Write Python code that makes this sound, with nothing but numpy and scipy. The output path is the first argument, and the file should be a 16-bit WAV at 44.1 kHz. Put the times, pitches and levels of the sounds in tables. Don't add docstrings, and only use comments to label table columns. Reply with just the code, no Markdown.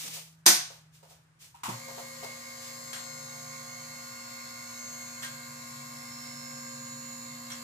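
import sys
import numpy as np
from scipy import signal
from scipy.fft import irfft, next_fast_len
from scipy.io import wavfile
from scipy.ndimage import uniform_filter1d

SR = 44100
rng = np.random.default_rng(int(sys.argv[2]) if len(sys.argv) > 2 else 0)


def wrap_up_sound(samples):
    columns = np.atleast_2d(samples).T
    tamed = np.clip(columns, -1, 1)
    steps = np.round(tamed * 32767).astype(np.int16)
    wavfile.write(sys.argv[1], SR, steps)


N = 336483
T = np.arange(N) / SR

# frequency in Hz, correlation from 0 to 1.
LIKENESS = [(30, .6), (80, .8), (140, .88), (250, .91), (400, .45), (600, .2), (1000, 0), (2500, .15),
            (14000, .2)]
# frequency in Hz, t60 in seconds before a blow's linger factor.
GARAGE_DECAY = [(100, 0.28), (300, 0.35), (600, 0.41), (1200, 0.43), (2700, 0.49), (5500, 0.43),
                (8000, 0.38), (14000, 0.3)]
EDGE_HZ = 15450

# frequency in Hz, relative level in dB per Hz.
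AIR_COLOUR = [(20, -35.5), (55, -22.5), (85, -13.5), (100, -14), (130, -7), (155, -19.5), (200, -25),
              (500, -31), (1500, -25.5), (3500, -37.5), (9000, -39.5), (15000, -55.5)]
DRONE_START_HZ, DRONE_REST_HZ, DRONE_SINK_S = 161.5, 128, 6.9
DRONE_DB, DRONE_DB_PER_S = -61.5, 0.67
# centre in seconds, half length in seconds, change in dB.
DRONE_DIPS = [(.25, 0.18, 2.5), (1.45, 0.23, -10), (2.502, 0.33, -9), (4.397, 0.45, -15), (7.6, 0.5, -7)]

# start in seconds, length in seconds, level in dB.
SCUFFS = [(-.03, 0.1, -37.5), (0.104, 0.062, -38), (.7, 0.036, -54), (0.917, 0.045, -58.5),
          (1.07, 0.043, -56), (1.387, 0.061, -51.5), (2.6, 0.075, -47.5)]
# frequency in Hz, relative level in dB per Hz.
SCUFF_COLOUR = [(180, -26.5), (300, -27.5), (482, -7), (532, -12.5), (975, -10), (1290, -8.5), (1420, -12),
                (2320, -3), (6620, -1), (15000, -9.5)]
SCUFF_RISE_S, SCUFF_FALL_DB_PER_S = 0.036, 157

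# start in seconds, level in dB.
STEPS = [(.16, -55.5), (.7, -53.5), (1.027, -57.5), (1.105, -60), (1.88, -48.5), (1.974, -44.5),
         (2.225, -43)]
# frequency in Hz, relative level in dB per Hz.
STEP_COLOUR = [(150, -52), (400, -6.5), (700, -0.5), (1100, -6), (1800, -14.5), (5000, -13.5), (14000, -20)]
# frequency in Hz, relative level in dB, t60 in seconds.
STEP_MODES = [(437, 4, 0.082), (546, 4, 0.16), (698, 5, .17), (934, 5, .13)]

# start in seconds, level in dB.
CLACKS = [(.4575, -32), (.462, -11.5), (.474, -18.5)]
# frequency in Hz, relative level in dB per Hz.
CLACK_COLOUR = [(40, -45.5), (100, -33.5), (190, -4), (270, -20), (340, -9), (480, -12), (750, -4.5),
                (1050, -5.5), (2050, -2.5), (2900, -5.5), (3700, 0.5), (6500, 5), (7900, -3.5), (8750, 5.5),
                (9800, -6), (11500, 1.5), (15000, -10.5)]
# start in seconds, level in dB.
JOLTS = [(.04, -47.5), (.492, -42.5), (1.68, -38)]
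# frequency in Hz, relative level in dB per Hz.
JOLT_COLOUR = [(25, -60), (50, -42), (90, -19), (130, -7.5), (200, 1.5), (400, -14), (800, -12),
               (2000, -33)]
# frequency in Hz, relative level in dB, t60 in seconds.
STEEL_MODES = [(334, 0, .26), (721, -5, .37), (856, -3, .3), (1039, 2, .38), (1110, 1, .46),
               (1497, -2, .42), (1534, 0, .46), (1803, -3, .28), (2277, -5, .28), (3548, -5, .3),
               (3915, 4, .42), (5771, 1, .36), (5899, 2, .38), (6045, 0, .33), (6175, -1, .35),
               (6535, -1, .3), (6686, -2, .3), (6879, -2, .3), (7121, 1, .28), (8659, 1, .36),
               (8802, -4, .3), (10827, -4, .28)]

# start in seconds, level in dB.
BUTTON = [(1.543, -54)]
# frequency in Hz, relative level in dB, t60 in seconds.
BUTTON_MODES = [(800, -7, .08), (950, 2, 0.067)]
# start in seconds, level in dB.
SWITCH = [(1.633, -34), (1.655, -36.5), (1.688, -38), (1.715, -47)]
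# frequency in Hz, relative level in dB per Hz.
SWITCH_COLOUR = [(120, -32), (220, -19), (500, -37), (700, -16), (930, 1), (1200, -6), (1600, -17),
                 (2100, -14), (2750, -14), (4500, -19), (7500, -16.5), (15000, -24.5)]
# frequency in Hz, relative level in dB, t60 in seconds.
SWITCH_MODES = [(745, -7, 0.06), (964, 8, 0.05), (1103, 3, 0.064), (1395, -3.5, .08)]

# start in seconds, level in dB.
CATCH_TICKS = [(2.93, -39.5), (2.945, -45), (2.961, -52), (2.978, -47), (5.222, -42), (5.234, -44),
               (5.246, -42.5), (7.501, -42.5), (7.516, -46)]
# frequency in Hz, relative level in dB per Hz.
CATCH_COLOUR = [(300, -20), (900, -3.5), (1650, 4), (2500, -3), (3300, 1), (5000, -2), (5800, -2),
                (7500, -2), (8700, -3.5), (9600, -10), (13000, -6), (15000, -33)]
# frequency in Hz, relative level in dB, t60 in seconds.
CATCH_MODES = [(3290, 1.5, 0.2), (4060, -2, 0.15), (8600, 1.5, .22)]
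# start in seconds, level in dB.
DROPS = [(2.932, -49), (2.961, -50), (5.231, -39), (5.246, -44), (5.26, -59)]
# frequency in Hz, relative level in dB, t60 in seconds.
BAR_MODES = [(1500, -12, 0.062), (1592, -1, 0.23), (1628, -3, 0.14), (1876, 0.5, 0.082)]
# start in seconds, level in dB.
SQUEAKS = [(7.517, -56.5)]
# frequency in Hz, relative level in dB, t60 in seconds.
SQUEAK_MODES = [(5700, 0, 0.062), (5760, 3, 0.14), (6000, -4, .06)]

MOTOR_START_S, SHAFT_HZ = 1.635, 59.414
# time in seconds, share of full pressure from 0 to 1.
PRESSURE = [(2.6, 0.19), (6.6, 1)]
HUM_DB, HUM_RISE_DB, HUM_POWER = -57.5, 8, 2.3
# frequency in Hz, relative level in dB per Hz.
THRUM_COLOUR = [(40, -31), (58, -8), (70, -3), (83, -5), (95, -7), (108, -12), (125, 10), (150, 13.5),
                (175, -12), (270, 2.0), (350, -34), (900, -70)]

# multiple of the shaft speed, level in dB at zero pressure, level in dB at full pressure.
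STRONG_PARTIALS = [(9, -58, -62), (16.15, -69, -67), (17, -70, -65), (17.15, -67, -63), (18, -58, -55.5),
                   (19.93, -63, -61), (20.19, -66, -66), (24, -70, -68), (27, -69, -70), (28, -65.5, -64),
                   (32, -60, -66), (45, -75, -65), (70, -67, -66), (71, -65, -67), (72, -68, -62),
                   (73, -62, -67), (74, -64, -66), (79, -65, -65), (81, -65, -67), (88, -66, -71),
                   (90, -70, -68), (108, -61, -66), (109, -66, -65), (110, -66, -64), (112, -70, -67),
                   (115, -60, -59.5), (116, -65, -60), (117, -61, -63), (120, -67, -63), (121, -69, -62),
                   (121.04, -72, -67), (122, -67, -64), (122.04, -69, -66), (125, -64, -62),
                   (126, -65, -62), (127, -65, -68), (132, -68, -68), (133, -68, -69), (144, -69, -71),
                   (198, -69, -74)]
# peak time in seconds, half length in seconds, multiple of the shaft speed, added level in dB.
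SWELLS = [(2.03, 0.3, 9, -60.5), (3.14, 0.65, 9, -67), (6.9, 0.49, 9, -67.5), (4.5, 1.46, 24, -60.5),
          (5.3, 0.21, 27, -58), (6.6, .45, 27, -59.5), (4.2, 0.47, 45, -70), (5.73, 0.58, 45, -78),
          (3, 0.25, 72, -57.5), (4.7, 0.56, 72, -63), (7, .45, 72, -64.5), (7.37, 0.13, 72, -67),
          (4.03, 0.59, 73, -62), (2.64, 0.21, 79, -62), (3, 0.64, 88, -61.5), (4.43, 0.44, 90, -61),
          (6.32, .35, 90, -53.5), (3.38, 0.81, 108, -53), (4.87, 0.25, 108, -49), (3.3, 0.27, 109, -66),
          (5.05, 0.26, 112, -56), (5.2, 0.21, 116, -73), (6.89, 0.49, 117, -50.5), (2.98, 0.28, 126, -56),
          (4.22, 0.18, 126, -61), (6.6, 0.17, 126, -69), (5.1, 0.44, 127, -59)]
# multiple of the shaft speed, relative level in dB at zero pressure, the same at full pressure.
THROBBING = [(36, 0, 0), (37, -1, -9)]
THROB_HZ, THROB_TOP_S = 4.78, 3.755
# time in seconds, level in dB.
THROB_LEVEL = [(2.1, -53), (2.32, -48), (2.75, -55), (3.3, -53.5), (3.73, -51), (4.0, -52.5), (5.0, -51),
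               (5.8, -55), (6.3, -54), (6.8, -58.5), (7.4, -54.5)]
# frequency in Hz, relative mean level of a harmonic in dB.
BUZZ_COLOUR = [(300, -103), (420, -72), (710, -69.5), (1100, -68.5), (1750, -92), (2150, -58), (2500, -100),
               (3400, -91), (3900, -69.5), (4500, -81.5), (5500, -68), (6100, -80.5), (7000, -74),
               (8100, -75.5), (9100, -81.5), (11300, -77.5), (14500, -78.5)]
# frequency in Hz, relative level in dB per Hz.
OIL_COLOUR = [(90, -17), (200, 0.5), (280, -1.5), (370, -29), (560, 1), (800, -13), (1050, 4), (1300, -14),
              (1500, 3.5), (1800, -6), (2150, 8), (2450, -1), (3550, -2.5), (4200, 4), (5200, 0),
              (6000, -1.5), (7000, -2), (8300, 0.5), (9000, -8), (10500, -1), (12500, -3), (15500, -16.5)]
# time in seconds, centre in Hz.
BAND_GLIDE = [(3.2, 6340), (4.8, 6640), (5.6, 6400), (6.8, 6900), (7.6, 7140)]


def gain_of(db):
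    return 10 ** (np.asarray(db) / 20)


def evened(x):
    return x / np.sqrt(np.mean(x ** 2) + 1e-20)


def read(points, hz):
    f, value = np.transpose(points)
    return np.interp(np.log(hz + 1), np.log(f + 1), value)


def curves(rows):
    s, *columns = np.transpose(rows)
    return [np.interp(T, s, column) for column in columns]


def bell(s, half_length):
    return np.exp(-((T - s) / half_length) ** 2)


def add(mix, s, sound):
    part = mix[:, round(s * SR):][:, :sound.shape[1]]
    part += sound[:, :part.shape[1]]


def wander(rate):
    return evened(np.interp(T * rate, np.arange(1024), rng.standard_normal(1024)))


def noise(colour, size=N):
    padded = next_fast_len(size)
    hz = np.fft.rfftfreq(padded, 1 / SR)
    a, b = rng.standard_normal((2, len(hz))) + 1j * rng.standard_normal((2, len(hz)))
    same = np.clip(read(LIKENESS, hz), -1, 1)
    mid = a * np.sqrt(1 + same)
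    side = b * np.sqrt(1 - same)
    later = np.exp(-2j * np.pi * hz * .00014)
    spectrum = np.array([mid + side, (mid - side) * later]) * gain_of(read(colour, hz))
    return evened(irfft(spectrum, padded)[:, :size])


def ports(hz):
    apart = np.arccos(np.clip(read(LIKENESS, hz), -1, 1)) * rng.choice([-1, 1], len(hz))
    return np.exp(2j * np.pi * rng.random(len(hz)) + .5j * np.array([apart, -apart]))


def background(air_db=-66, waver_db=2):
    hz = DRONE_REST_HZ + (DRONE_START_HZ - DRONE_REST_HZ) * np.exp(-T / DRONE_SINK_S)
    hz = hz + 1.5 * wander(4.7)
    dips = sum(dip_db * bell(s, half_length) for s, half_length, dip_db in DRONE_DIPS)
    level_db = DRONE_DB + DRONE_DB_PER_S * T + dips + waver_db * wander(6.9)
    hum = np.sqrt(2) * np.sin(2 * np.pi * np.cumsum(hz) / SR)
    return gain_of(air_db) * noise(AIR_COLOUR) + gain_of(level_db) * hum


def scuffs(grain_db=1.0):
    strokes = []
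    for s, length, db in SCUFFS:
        rise = np.clip((T - s) / SCUFF_RISE_S, 0, 1)
        fall_db = SCUFF_FALL_DB_PER_S * np.maximum(T - s - length, 0)
        strokes.append(rise * gain_of(db - fall_db))
    envelope = np.linalg.norm(strokes, axis=0)
    grain = evened(gain_of(grain_db * wander(97)))
    return envelope * grain * noise(SCUFF_COLOUR)


def blows(rows, colour, rise, hold, linger, ring_db, modes=STEEL_MODES, grain_db=-3.5):
    out, t = np.zeros((2, N)), T[:SR]
    mode_hz, mode_db, mode_t60 = np.transpose(modes)[:, :, None]
    rings = gain_of(mode_db - 60 * t / mode_t60) * np.exp(2j * np.pi * mode_hz * t)
    for s, db in rows:
        hz, age, z = signal.stft(noise(colour, size=SR), SR, nperseg=512)
        t60 = linger * read(GARAGE_DECAY, hz)[:, None]
        fall = gain_of(-60 * np.maximum(age - hold, 0) / t60)
        decayed = signal.istft(z * fall, SR, nperseg=512)[1][:, :SR]
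        clumps = evened(uniform_filter1d(rng.standard_normal(SR), size=90)) * np.exp(-t / 0.048)
        reflections = gain_of(grain_db * clumps) * decayed
        ring = (ports(mode_hz[:, 0]) @ rings).real
        onset = 1 - np.exp(-t / rise)
        add(out, s, gain_of(db) * onset * (reflections + gain_of(ring_db) * ring))
    return out


def footsteps():
    return blows(STEPS, STEP_COLOUR, rise=0.0038, hold=0.02, linger=0.98, ring_db=-3,
                 modes=STEP_MODES, grain_db=3.5)


def frame_blows():
    clack = blows(CLACKS, CLACK_COLOUR, rise=0.00065, hold=0.0047, linger=0.9, ring_db=-18, grain_db=-1.0)
    jolt = blows(JOLTS, JOLT_COLOUR, rise=0.0037, hold=0.0084, linger=0.66, ring_db=-46, grain_db=2.0)
    return clack + jolt


def switch_box():
    button = blows(BUTTON, SWITCH_COLOUR, rise=0.0056, hold=0.0084, linger=1.0, ring_db=14,
                   modes=BUTTON_MODES, grain_db=3.5)
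    clicks = blows(SWITCH, SWITCH_COLOUR, rise=0.0018, hold=0.0097, linger=0.75, ring_db=-4,
                   modes=SWITCH_MODES, grain_db=1.0)
    return button + clicks


def safety_catch():
    ticks = blows(CATCH_TICKS, CATCH_COLOUR, rise=0.00077, hold=0.0018, linger=0.84, ring_db=-8.0,
                  modes=CATCH_MODES, grain_db=2.0)
    drops = blows(DROPS, CATCH_COLOUR, rise=0.00088, hold=0.0027, linger=0.28, ring_db=-1.0,
                  modes=BAR_MODES, grain_db=3.0)
    squeak = blows(SQUEAKS, CATCH_COLOUR, rise=.002, hold=0.0035, linger=.4, ring_db=16.5,
                   modes=SQUEAK_MODES, grain_db=3.5)
    return ticks + drops + squeak


def windings(low_db=-64, thrum_db=-13, inrush_db=-44, inrush_at=1.735, inrush_length=0.043):
    pressure, = curves(PRESSURE)
    load = gain_of(HUM_DB + HUM_RISE_DB * pressure ** HUM_POWER)
    angle = 2 * np.pi * 119.98 * T
    surge = gain_of(inrush_db) * bell(inrush_at, inrush_length)
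    low_hum = (gain_of(low_db + wander(14)) + surge) * np.sin(angle)
    load_hum = load * np.sin(2 * angle)
    thrum = load * gain_of(thrum_db) * noise(THRUM_COLOUR)
    power_on = np.clip((T - MOTOR_START_S) * 20, 0, 1)
    return (np.sqrt(2) * (low_hum + load_hum) + thrum) * power_on


def buzz(turns, scatter_db=3.5):
    order = np.arange(1, 260)
    weak = ~np.isin(order, np.round([row[0] for row in STRONG_PARTIALS]))
    level_db = read(BUZZ_COLOUR, order * SHAFT_HZ) + scatter_db * rng.standard_normal(len(order))
    harmonics = weak * gain_of(level_db) * ports(order * SHAFT_HZ)
    spectrum = np.pad(harmonics, ((0, 0), (1, 0)))
    cycle = irfft(spectrum, 32768, norm="forward") / np.sqrt(2)
    return cycle[:, (turns % 1 * cycle.shape[1]).astype(int)]


def shifting(x, depth_db=1.5, flicker_db=3.0, band_db=6.0, band_width_hz=230):
    hz, s, z = signal.stft(x, SR, nperseg=1024)
    slow, quick = rng.standard_normal((2, *z.shape[1:]))
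    slow = evened(uniform_filter1d(uniform_filter1d(slow, size=5, axis=0), size=70, axis=1))
    quick = evened(uniform_filter1d(uniform_filter1d(quick, size=2, axis=0), size=5, axis=1))
    centre_hz = np.interp(s, *np.transpose(BAND_GLIDE))
    band = np.exp(-((hz[:, None] - centre_hz) / band_width_hz) ** 2)
    change_db = depth_db * slow + flicker_db * quick + band_db * band
    return signal.istft(z * gain_of(change_db), nperseg=1024)[1][:, :N]


def throb(turns, floor_db=-12, lean_db=1.5):
    pressure, = curves(PRESSURE)
    level_db, = curves(THROB_LEVEL)
    arch = abs(np.cos(np.pi * THROB_HZ * (T - THROB_TOP_S)))
    sides_db = level_db + np.array([[-lean_db], [lean_db]])
    level = np.hypot(arch, gain_of(floor_db)) * gain_of(sides_db)
    phases = np.angle(ports(SHAFT_HZ * np.array([k for k, _, _ in THROBBING])))
    tones = np.zeros((2, N))
    for (k, low, high), phase in zip(THROBBING, phases.T):
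        height = gain_of(low + (high - low) * pressure)
        tones += height * np.sin(2 * np.pi * k * turns + phase[:, None])
    return np.sqrt(2) * level * tones


def partial_heights(pressure):
    multiples = np.array([k for k, _, _ in STRONG_PARTIALS])
    heights = [gain_of(low + (high - low) * pressure) for _, low, high in STRONG_PARTIALS]
    for s, half_length, k, db in SWELLS:
        heights[np.argmin(abs(multiples - k))] += gain_of(db) * bell(s, half_length)
    return multiples, heights


def whine(turns, drift=0.011, rough=0.18, fade_db=2.5):
    pressure, = curves(PRESSURE)
    multiples, heights = partial_heights(pressure)
    phases = np.angle(ports(SHAFT_HZ * multiples))
    out = np.zeros((2, N))
    for k, height, phase in zip(multiples, heights, phases.T):
        angle = 2 * np.pi * (k * turns % 1) + drift * k * wander(2.994)
        lean = gain_of(fade_db * wander(2.25))
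        grit = 1 + rough * wander(70)
        tone = np.sin((angle + phase[:, None]).astype(np.float32))
        out += np.sqrt(2) * height * grit * np.array([lean, 1 / lean]) * tone
    return out


def oil(turns, shaft_ripple=0.055, tooth_ripple=0.21):
    shaft = shaft_ripple * np.cos(2 * np.pi * turns)
    teeth = tooth_ripple * np.cos(2 * np.pi * 9 * turns)
    return evened(1 + shaft + teeth) * noise(OIL_COLOUR)


def pump(spin_up=.085, flutter=0.0003, buzz_db=-3, oil_db=-51.5):
    speed = np.clip((T - MOTOR_START_S) / spin_up, 0, 1)
    turns = np.cumsum(SHAFT_HZ * speed * (1 + flutter * wander(50))) / SR
    rush = shifting(gain_of(buzz_db) * buzz(turns) + gain_of(oil_db) * oil(turns))
    return speed ** 2 * (rush + throb(turns) + whine(turns))


def scene():
    surroundings = background() + scuffs() + footsteps()
    knocks = frame_blows() + switch_box() + safety_catch()
    return surroundings + knocks + windings() + pump()


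def record(dry):
    rounded = dry / (1 + (dry / .85) ** 6) ** (1 / 6)
    low_pass = signal.firwin(511, EDGE_HZ, window=("kaiser", 9), fs=SR)
    return signal.oaconvolve(rounded, low_pass[None], "same")


dry = scene()
out = record(dry)
wrap_up_sound(out)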